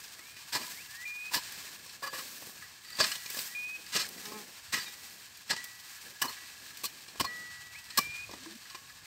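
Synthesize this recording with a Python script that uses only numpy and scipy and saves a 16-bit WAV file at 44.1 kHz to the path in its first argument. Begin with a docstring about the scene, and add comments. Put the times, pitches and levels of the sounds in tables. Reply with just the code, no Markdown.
"""Hoeing weedy soil

A steel hoe chops the soil some metres from the microphone: shaken grit crunches on a damped plate,
a wooden handle knocks, roots snap, and the freed blade rings as a set of decaying modes.
Filtered crackle makes grass rustle and clods thud. Gliding tones make a bird, a fly, a squeal and
mud round a boot; low noise makes light wind on the microphone and thumps through the ground."""
import sys
import numpy as np
from scipy import signal
from scipy.fft import rfft, irfft, next_fast_len
from scipy.io import wavfile
from scipy.ndimage import map_coordinates

SR = 44100
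rng = np.random.default_rng(int(sys.argv[2]) if len(sys.argv) > 2 else 0)


def dump(signal):
    """Clip the signal to [-1, 1] and save it as 16-bit WAV at the path in sys.argv[1]."""
    limited = np.clip(np.atleast_2d(signal).T, -1, 1)
    pcm = np.round(limited * 32767).astype(np.int16)
    wavfile.write(sys.argv[1], SR, pcm)


def voltage_ratio(level):
    """Linear amplitude factor for a level in decibels (scalar or array-like)."""
    return 10 ** (np.asarray(level, float) / 20)


N = 399525

# the edge catches several times within a swing:
# start_s, level_db, push_s (time in the soil), thud_db and knock_db (relative to level_db)
BLOWS = [(0.5222, -21.5, .033, -28, -13), (0.5448, -19.5, 0.03, -20, -4), (0.5724, -31, 0.082, -18.5, -3),
         (1.312, -26, 0.069, -58, -4.5), (1.335, -16.5, 0.028, -48, -8), (1.355, -24, 0.027, -17.5, -1.5),
         (2.0228, -30.5, 0.037, -33, 5), (2.0629, -30.5, 0.022, -29, 2.5), (2.129, -30, 0.036, -20, 1),
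         (2.179, -30, 0.025, -19.5, -5), (2.9853, -17.5, 0.039, -22, -10),
         (2.9993, -12.5, .017, -22.5, -9.5), (3.02, -20.5, 0.024, -23, -20),
         (3.038, -15.5, 0.013, -36, -16), (3.115, -21.5, 0.0096, -67, -24), (3.919, -23, 0.057, -34, -16),
         (3.947, -14.5, 0.034, -23, -23), (3.9824, -20.5, 0.046, -27.5, -18), (4.723, -20, 0.022, -33, -17),
         (4.7357, -17, .019, -20.5, -24), (4.752, -23.5, 0.041, -24.5, -13), (4.778, -31.5, 0.055, -24, -8),
         (5.493, -20.5, 0.026, -32, -29), (5.502, -13.5, 0.018, -28, -16), (5.525, -24.5, .017, -18, -7.5),
         (5.564, -26, 0.0079, -27, -18), (6.2161, -17.5, 0.016, -25, -7.5),
         (6.2378, -29.5, 0.03, -11.5, 6.5), (6.282, -34, 0.033, -19, 2.5), (6.836, -23, 0.015, -23, -7.5),
         (6.849, -22.5, 0.017, -25, -18), (7.198, -17.5, .011, -25, -5), (7.2077, -16, 0.0088, -11.5, -9),
         (7.2444, -26.5, 0.012, -21, 4.5), (7.9751, -12, 0.0095, -32, -10.5),
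         (7.985, -13.5, 0.0095, -18, -3), (8.746, -30, 0.013, -18.5, -5.5)]
# one swing of the hoe: start_s, handle_hz (set by the grip), low_plate_db, sizzle_db (relative to a blow)
STROKES = [(.5, 988, -8, -22.5), (1.3, 980, -13, -18), (2.0, 1116, -5.5, -17.5), (2.9, 1060, -10.5, -33),
           (3.9, 1000, -11, -25), (4.7, 1020, -6.5, -24), (5.4, 920, -8.5, -33), (6.2, 1065, -8.5, -13),
           (6.8, 1125, -21, -12.5), (7.1, 1086, -12, -19), (7.9, 1134, -13, -14), (8.7, 1050, -10, -26)]


def blows():
    """The edge crunches while in the soil; the wooden handle knocks at a pitch set by the grip."""
    # each blow belongs to the latest swing begun before it
    swings = [[row[1:] for row in STROKES if row[0] < s][-1] for s, *_ in BLOWS]
    forces = []
    for (s, db, stay, thud_db, _), (_, low_db, sizzle_db) in zip(BLOWS, swings):
        forces.append((s, stay, db, thud_db, low_db, sizzle_db))
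    out = crunch(*pushes(forces, tail_db=-17))

    t = np.arange(SR // 10) / SR
    jolts = rng.standard_normal((len(BLOWS), len(t)))
    for (s, db, stay, _, knock_db), (handle_hz, _, _), jolt in zip(BLOWS, swings, jolts):
        handle = np.sin(2 * np.pi * handle_hz * t) * voltage_ratio(-60 * t / .03)  # falls 60 dB in 30 ms
        shake = jolt * np.exp(-(t / max(stay, .002)) ** 2)
        knock = unit(signal.fftconvolve(shake, handle)[:len(t)])
        out[round(s * SR):][:len(t)] += voltage_ratio(db + knock_db - 20.5) * knock
    return out


def pushes(rows, tail_db):
    """Force envelopes from rows (s, seconds, dB, relative dB ..): a swell, a sudden stop, a trail of crumbs."""
    t = np.arange(SR // 8) / SR
    power = np.zeros((len(rows[0]) - 2, N + len(t)))
    crumbs = voltage_ratio(tail_db) * np.exp(-t / .035)
    for s, stay, db, *rel_db in rows:
        stay = max(stay, .002)
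        swell = 1 - np.exp(-t / (0.35 * stay))
        push = swell * (np.exp(-(t / stay) ** 3) + crumbs)
        levels = voltage_ratio(db + np.array([0, *rel_db]))[:, None]
        start = round((s - .002) * SR)
        power[:, start:][:, :len(t)] += (levels * push) ** 2
    return np.sqrt(power[:, :N])


# colour of rustling grass and of the edge in grit: pitch_hz, level_db (per Hz)
GRASS = [(760, -43), (1300, -61), (1660, 6.5), (1840, -24), (1890, -5.5), (2100, 0.5), (2810, -4.5),
         (3050, 2), (3380, -0.5), (4350, 3.5), (6210, -4.5), (8420, -3), (9800, -20.5), (12700, -19),
         (21600, -120)]
# colour of the finest rustle and sizzle: pitch_hz, level_db (per Hz)
FINE = [(5410, -10), (9200, -11), (9960, -13), (11700, -10.5), (14000, -4.5), (15600, -9.5)]
# colour of the thudding soil: pitch_hz, level_db (per Hz)
SOIL = [(35, -43), (60, -10.5), (247, 0.5), (389, -2), (585, -4.5), (759, -9.5), (900, -7.5), (1170, 1),
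        (1980, -120)]


def crunch(top, thud, low, sizzle):
    """Four force envelopes shake grit against the plate and the soil."""
    grit = crackle(4000, spread_db=2.5, hiss=.6)
    soil = coloured(crackle(500, spread_db=1.5, hiss=.8), SOIL)

    def rms(envelope):
        return np.sqrt(np.mean(envelope ** 2))

    plate = rms(top) * damped_blade(top * grit, lo_hz=2200, hi_hz=9000)
    low_plate = rms(low) * damped_blade(low * grit, lo_hz=1100, hi_hz=2200)
    edge = plate + voltage_ratio(-1.5) * top * coloured(grit, GRASS)
    return (voltage_ratio(-12) * edge + voltage_ratio(-5.5) * low_plate
            + voltage_ratio(0.5) * thud * soil + voltage_ratio(3) * sizzle * coloured(grit, FINE))


# the blade as a plate, levels relative between modes:
# pitch_hz, soil_width_hz, soil_level_db, free_level_db, free_t60_s
BLADE = [(1259, 47, -1.5, -17.5, 2.8), (1690, 60, 3.5, -6, .3), (1948, 48, 3, 0.5, 2.22),
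         (2400, 39, -6, -15, 0.4), (2965, 37, -6, -16, .3), (3460, 34, -21, -18, .2),
         (4270, 59, -3, -22, .2), (4695, 44, -7, -22, 0.22), (5300, 74, -5, -16, 0.51),
         (5530, 99, -15, -25, .3), (6500, 320, -13.5, -35, .3), (7630, 150, -20, -28, .3)]


def damped_blade(x, lo_hz, hi_hz):
    """Modes in a band, choked by soil, rms 1; the moving contact point favours now one, now another."""
    modes = [(hz, width, db) for hz, width, db, _, _ in BLADE if lo_hz < hz < hi_hz]
    rung = np.zeros(N)
    for k, (hz, width_hz, db) in enumerate(modes):
        favour = voltage_ratio(2.5 * wobble(9))
        b, a = signal.iirpeak(hz, hz / width_hz, SR)
        rung += (-1) ** k * voltage_ratio(db) * signal.lfilter(b, a, x * favour)
    # a small plate radiates little below its modes
    highpass = signal.butter(2, .8 * lo_hz, "high", fs=SR, output="sos")
    return unit(signal.sosfilt(highpass, rung))


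# the blade comes free and rings: start_s, level_db, ring_share (of each mode's free ring time)
LIFTS = [(.8, -54, 0.48), (2.88, -48.5, .4), (3.03, -48.5, 0.74), (4.05, -60, 1), (4.78, -53.5, 0.92),
         (5.62, -51.5, 0.88), (6.36, -47.5, 0.34), (7.255, -38, 0.81)]


def ringing():
    """Out of the soil the plate rings freely, each mode at a new strength."""
    out, t = np.zeros(N + 2 * SR), np.arange(SR) / SR
    onset = 1 - np.exp(-t / 0.014)
    for s, db, share in LIFTS:
        ring = np.zeros(SR)
        for hz, _, _, free_db, t60 in BLADE:
            strength_db = free_db + rng.normal(0, 1.5)
            ring += voltage_ratio(strength_db - 60 * t / (share * t60)) * np.sin(2 * np.pi * hz * t)
        out[round(s * SR):][:SR] += voltage_ratio(db) * ring * onset
    return out[:N]


# stems and roots snap: start_s, level_db, thud_db, low_plate_db, sizzle_db (last three relative to level_db)
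SNAPS = [(0.039, -34.5, -33, -38, -19), (0.1913, -38, -13, -5, -17), (0.366, -33, -30, -13, -33),
         (1.5214, -36, -44, -10, -8), (1.862, -34.5, -20, -18, -28), (1.894, -32, -36, -17, -34),
         (2.2214, -44, -15, -16, -12), (2.4232, -35.5, -10, -18, -24), (2.4684, -43.5, -3, -12, -14),
         (2.4944, -44.5, -6, -14, -7), (2.622, -38, -35, 2.5, -23), (2.846, -39.5, -32, -3, -20),
         (2.9018, -35.5, -54, -5, -17), (3.155, -24, -26, -30, -27), (3.259, -28.5, -21.5, -16, -26),
         (3.3016, -31.5, -21, -11, -6), (3.3446, -30.5, -19, -5, -12), (3.37, -27.5, -13, -21, -18),
         (3.3893, -23, -23.5, -29, -20), (3.8636, -32, -39, -14, -28), (4.088, -34.5, -28, -20, -8.5),
         (4.178, -37, -23, -1, -22), (4.2545, -28, -26, -10, -21), (4.32, -36, -5.5, -6, -18),
         (4.868, -32.5, -33, -12, -33), (5.372, -39, -28, -30, -12), (5.6417, -33, -38, -26, -7),
         (6.7062, -41, -35, 2.5, -21), (6.772, -34.5, -37, -23, -13), (7.082, -33, -21, -27, -33),
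         (7.157, -40.5, -6.5, -1, -21), (7.9037, -29, -31, -10, -51), (8.07, -40, -11, -16, -21),
         (8.2935, -41.5, -2, -15, -25), (8.312, -33, -13, -20, -29), (8.336, -41, 0.5, -4, -25),
         (8.4592, -42.5, -5.5, 0, -24), (8.632, -52, -35, -8, -21), (8.6534, -42, -37, -3.5, -28),
         (8.553, -36, -35, -25, -21), (8.672, -42, -35, -25, -24), (8.699, -34, -34, -9, -36),
         (8.894, -40.5, -34, 1.5, -22)]


def snaps():
    """Stems and roots break in short pushes that reach the blade too."""
    return crunch(*pushes([(s, .007, *levels) for s, *levels in SNAPS], tail_db=-12.5))


# short single rings of the blade or the wooden handle: start_s, pitch_hz, level_db, t60_s
PINGS = [(.675, 997, -42.5, 0.13), (2.03, 540, -48.5, 0.4), (2.032, 1690, -38.5, 0.45),
         (2.026, 4750, -40.5, .1), (2.069, 4700, -40, 0.15), (2.13, 521, -47, 0.32),
         (3.005, 624, -33, 0.17), (4.801, 4695, -42, 0.25), (4.86, 2400, -41.5, 0.14),
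         (4.86, 3740, -40, 0.16), (5.563, 1948, -38.5, 0.38), (5.565, 5300, -47, 0.074),
         (6.219, 2965, -35, 0.21), (6.28, 4270, -39, 0.13), (7.198, 2965, -27, 0.053),
         (7.251, 4270, -33.5, 0.12), (7.976, 4270, -17, 0.045), (8.701, 1100, -54.5, 1)]


def pings():
    """Single ringing pitches: each dies away, wavering in size and phase."""
    out, t = np.zeros(N + SR), np.arange(SR // 2) / SR
    size_db, phase = 3.5 * wobble(150), .7 * wobble(120)
    onset = 1 - np.exp(-t / 0.00096)
    for s, hz, db, t60 in PINGS:
        start = round(s * SR)
        waver = np.pad(phase, (0, SR))[start:][:len(t)]
        decay = voltage_ratio(db - 60 * t / t60)
        out[start:][:len(t)] += decay * onset * np.sin(2 * np.pi * hz * t + waver)
    return out[:N] * voltage_ratio(size_db)


# the edge skids on a stone: time_s, pitch_hz, level_db
SQUEAL = [(2.84, 4550, -64), (2.9, 4640, -52), (2.96, 4660, -43), (3.05, 4560, -28)]
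# a tone without overtones: multiple, level_db
PURE = [(1, 0)]


def squeal():
    """A rough narrow whine: noise rides on the tone."""
    return tone(SQUEAL, PURE, edge=.02, flutter_db=1.5) * unit(.35 + wobble(420))


# the hoe pulls through the weeds or a boot shifts:
# peak_s, rise_s, grass_db, finest_rustle_db, clods_db
PULLS = [(.02, 0.44, -54.5, -55.5, -70.5), (.7, 0.16, -47.5, -47, -63.5), (.95, 0.37, -54, -54.5, -90),
         (1.49, 0.22, -45.5, -51.5, -77), (1.67, 0.34, -52, -53.5, -63.5), (2.22, 0.1, -46, -46.5, -61),
         (2.4, 0.21, -53, -49, -61), (3.06, 0.1, -37, -41.5, -57), (3.25, 0.26, -49, -48, -80),
         (3.41, .11, -44.5, -41, -62), (3.75, 0.3, -54, -56.5, -66.5), (4.04, 0.04, -43, -53, -60),
         (4.25, 0.28, -49, -49.5, -56.5), (4.86, 0.09, -47, -51, -62), (5.07, 0.19, -54, -52.5, -66.5),
         (5.58, 0.078, -43.5, -58, -63), (5.93, 0.32, -55.5, -55.5, -81), (6.08, .05, -68, -64, -62),
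         (6.38, 0.18, -51, -59, -79), (6.76, 0.39, -52.5, -56, -65.5), (7.3, 0.18, -55, -65, -59.5),
         (7.519, 0.13, -52.5, -87, -88), (8.1, 0.18, -49, -72, -68), (8.42, 0.14, -52, -73, -62.5),
         (9.04, 0.099, -58, -70, -84)]
# the quiet between pulls: grass_db, finest_rustle_db, scrape_db, clods_db
STILL_DB = [-53, -59, -60, -71.5]
# colour of the dragged blade: pitch_hz, level_db (per Hz)
SCRAPE = [(380, -114), (650, -9.5), (944, -3), (1130, -0.5), (1250, -4), (1660, 0.5), (1850, 3),
          (1890, -5.5), (2100, -6.5), (2730, 2), (4620, -120)]
# colour of dropping clods and boots: pitch_hz, level_db (per Hz)
CLODS = [(53, -46), (90, -14), (140, -8), (194, 0), (270, -3), (446, -5.5), (800, -9.5), (1040, -22),
         (1760, -120)]


def dragging():
    """Stems snap and rub and the blade scrapes, flickering together; clods and boots drop."""
    scrape_under_db = 8.5  # the dragged blade's swells, below the grass
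    efforts = [(s, width, grass, fine, grass - scrape_under_db, clods) for s, width, grass, fine, clods in PULLS]
    grass_db, fine_db, scrape_db, clod_db = swells(efforts, STILL_DB)
    flicker_db = 0.53 * wobble(4.3) + 1.52 * wobble(45)
    stems = crackle(1500, spread_db=-1.5, hiss=0.73)
    grass = voltage_ratio(grass_db + flicker_db - 2.4) * coloured(stems, GRASS)
    fine = voltage_ratio(fine_db + flicker_db - 2.5) * coloured(stems, FINE)

    rub = coloured(crackle(400, spread_db=-0.5, hiss=0.89), SCRAPE)
    scrape = voltage_ratio(scrape_db + flicker_db + 0.54 * wobble(60)) * rub
    drops = coloured(crackle(120, spread_db=1, hiss=0.83), CLODS)
    clods = voltage_ratio(clod_db + 1.4 * wobble(30)) * drops

    # loose crumbs patter on one mode of the plate
    bounce_db = 2.5 * wobble(70)
    crumbs = crackle(130, spread_db=1, hiss=.1)
    patter = voltage_ratio(scrape_db - 7.5 + bounce_db) * damped_blade(crumbs, lo_hz=1500, hi_hz=1800)
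    return grass + fine + scrape + patter + clods


def swells(rows, still_db):
    """Levels in dB from rows (s, seconds, dB ..): smooth swells over a steady bed, one curve a column."""
    release = 0.98  # fade time over rise time
    t = np.arange(0, N / SR + .01, .002)
    power = voltage_ratio(still_db)[:, None] ** 2 + 0 * t
    for s, width, *db in rows:
        u = (t - s) / np.where(t < s, width, release * width)
        power = power + voltage_ratio(db)[:, None] ** 2 * np.exp(-2 * u ** 2)
    return [np.interp(np.arange(N) / SR, t, 10 * np.log10(p)) for p in power]


# bent chirps, the first call from further off; one table a note: time_s, pitch_hz, level_db
CHIRPS = [
    [(.21, 2120, -58), (.29, 2425, -59), (.44, 2460, -61)],
    [(.73, 1754, -57), (.762, 1920, -60), (.787, 2200, -49), (.812, 2580, -51), (.84, 2880, -62)],
    [(3.28, 2115, -62), (3.3, 2250, -49), (3.316, 2550, -52), (3.34, 2670, -62)],
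    [(7.74, 1970, -60), (7.755, 2250, -45), (7.768, 2520, -51), (7.8, 2670, -55)],
]
# a climb: start_s, length_s, from_hz, to_hz, level_db
CLIMBS = [(.885, .166, 1680, 2026, -43.5), (3.43, 0.12, 1770, 1990, -49.5), (7.862, .113, 1690, 1910, -50)]
# a held whistle: start_s, length_s, from_hz, to_hz, level_db
WHISTLES = [(1.052, 0.25, 2390, 2528, -41), (3.548, .222, 2430, 2545, -39),
            (7.985, .266, 2325, 2487, -41.5)]
# shape of a climb, relative to its level: start_db, third_db, end_db
CLIMB_DB = (-10, -10.5, 0)
# shape of a whistle, relative to its level: start_db, third_db, end_db
WHISTLE_DB = (1.5, -1, -3)


def bird():
    """Pure whistles; two far surfaces send them back, blurred."""
    song = sum(tone(note, PURE, edge=.004, flutter_db=0) for note in CHIRPS)
    song = song + glides(CLIMBS, CLIMB_DB, edge=0.0035, flutter_db=-0.5)
    song = song + glides(WHISTLES, WHISTLE_DB, edge=.003, flutter_db=0.5)
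    echoes = np.zeros(N)
    for delay_s, db in [(.036, -16), (.115, -19)]:
        late = np.pad(song, (round(delay_s * SR), 0))[:N]
        echoes += voltage_ratio(db + 3 * wobble(40)) * late
    return song + echoes


def glides(notes, shape_db, edge, flutter_db):
    """Straight slides in pitch that share one level shape."""
    parts = list(zip((0, 1 / 3, 1), shape_db))
    out = np.zeros(N)
    for s, length, lo, hi, db in notes:
        rows = [(s + u * length, lo + u * (hi - lo), db + rel_db) for u, rel_db in parts]
        out += tone(rows, PURE, edge, flutter_db)
    return out


# a fly passes: time_s, wingbeat_hz, level_db
FLY = [(4.235, 209, -63), (4.289, 209.6, -58.5), (4.309, 213.4, -64.5), (4.361, 215.7, -53),
       (4.413, 205, -64.5), (4.44, 212, -74)]
# overtones of the wingbeat: multiple, level_db
WING = [(1, 4), (2, 3.5), (3, -23), (4, 1), (5, -1), (6, -3), (7, -16), (8, -21), (9, -11), (10, -19),
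        (11, -3)]


def fly():
    """The wingbeat and its multiples make a buzz that bends in pitch."""
    return tone(FLY, WING, edge=0.013, flutter_db=1.5)


# mud gurgles round a boot: start_s, length_s, from_hz, to_hz, level_db
SUCK = [(8.385, .06, 250, 270, -58), (8.455, .085, 320, 345, -54), (8.49, .08, 195, 238, -48)]
# shape of a gurgle, relative to its level: start_db, third_db, end_db
BUBBLE_DB = (-8, -3, -2.5)


def boot():
    """Mud gurgles in low tones that slide upwards, fluttering in level."""
    return glides(SUCK, BUBBLE_DB, edge=0.0097, flutter_db=5.5)


# low swells, wind gusts and thumps of the hoe through the ground: peak_s, rise_s, level_db
LOW_SWELLS = [(.4, .2, -75), (.88, 0.21, -70.5), (1.5, 0.16, -70), (2.6, .1, -72), (2.92, .1, -75),
              (3.9, .2, -72), (4.5, 0.088, -76), (4.74, 0.09, -63), (5.54, .07, -68), (6.27, 0.044, -71),
              (6.58, .15, -72), (7.23, 0.037, -51), (7.62, 0.43, -70), (8.07, .04, -54.5),
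              (8.27, 0.14, -60.5), (9.03, 0.31, -69)]
# colour of the low rumble: pitch_hz, level_db (per Hz)
RUMBLE = [(12, -37), (20, -10), (75, 1), (140, -1.5), (180, -9.5), (310, -120)]


def low_rumble():
    """Low lumpy rumble: wind on the microphone and thumps through the ground."""
    low_db = swells(LOW_SWELLS, [-73])[0]  # over a steady bed
    rumble = coloured(rng.standard_normal(N), RUMBLE)
    return voltage_ratio(low_db + 3.5) * unit(voltage_ratio(0.5 * wobble(6.9)) * rumble)


def tone(rows, orders, edge, flutter_db):
    """A note that follows (s, Hz, dB) rows, with (multiple, dB) overtones and soft ends of edge seconds."""
    hz, db = curves(rows)
    t = np.arange(N) / SR
    gate = np.clip(np.minimum(t - rows[0][0], rows[-1][0] - t) / edge, 0, 1)
    span = gate > 0
    phase = 2 * np.pi * np.cumsum(hz[span]) / SR
    out = np.zeros(N)
    out[span] = sum(voltage_ratio(level) * np.sin(k * phase) for k, level in orders)
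    return np.sqrt(2) * out * gate * voltage_ratio(db + flutter_db * wobble(60))


def crackle(rate, spread_db, hiss):
    """Sparse snaps of unequal size, rate a second, over hiss that takes a share of the power."""
    size = np.minimum(rng.exponential(size=N), 2.5)
    struck = rng.random(N) < rate / SR
    grains = struck * rng.standard_normal(N) * voltage_ratio(spread_db * size)
    return unit(grains) * np.sqrt(1 - hiss) + rng.standard_normal(N) * np.sqrt(hiss)


def coloured(x, spectrum):
    """x with the colour of (Hz, dB) points, falling steeply below the first, rms 1."""
    hz, db = np.transpose(spectrum)

    def response(f):
        octaves_below = np.log2(np.maximum(hz[0] / (f + 1), 1))
        return voltage_ratio(np.interp(np.log(f + 1), np.log(hz), db) - 40 * octaves_below)

    return unit(filtered(x, response))


def filtered(x, response):
    """x times a complex response of frequency."""
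    m = next_fast_len(N + SR // 2)
    return irfft(rfft(x, m) * response(np.fft.rfftfreq(m, 1 / SR)), m)[:N]


def wobble(rate):
    """A smooth random curve, rate knots a second."""
    coarse = np.arange(0, N + 16, 16)
    knots = rng.standard_normal(int(N * rate / SR) + 4)
    return np.interp(np.arange(N), coarse, map_coordinates(knots, [coarse * rate / SR]))


def curves(rows):
    """One value per sample for each column after the time."""
    s, *cols = np.transpose(rows)
    return [np.interp(np.arange(N) / SR, s, c) for c in cols]


def unit(x):
    """Scaled to rms 1."""
    return x / np.sqrt(np.mean(x ** 2) + 1e-20)


def scene():
    """Everything heard from one spot."""
    hoe = blows() + ringing() + snaps() + pings() + squeal() + dragging()
    return (hoe + bird() + fly() + boot() + low_rumble())[None]


def low_pass(x):
    """Removes everything above the highest recorded frequency."""
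    return signal.sosfilt(signal.butter(12, 16650, fs=SR, output="sos"), x)


def record(dry):
    """A small microphone: weak deep bass, nothing above its band limit."""
    def microphone(hz):
        bass_cut = (1j * hz / (55 + 1j * hz)) ** 2
        return (hz < 15750) * bass_cut

    mix = filtered(dry[0], microphone)[None]
    return low_pass(mix)


dry = scene()
out = record(dry)
dump(out)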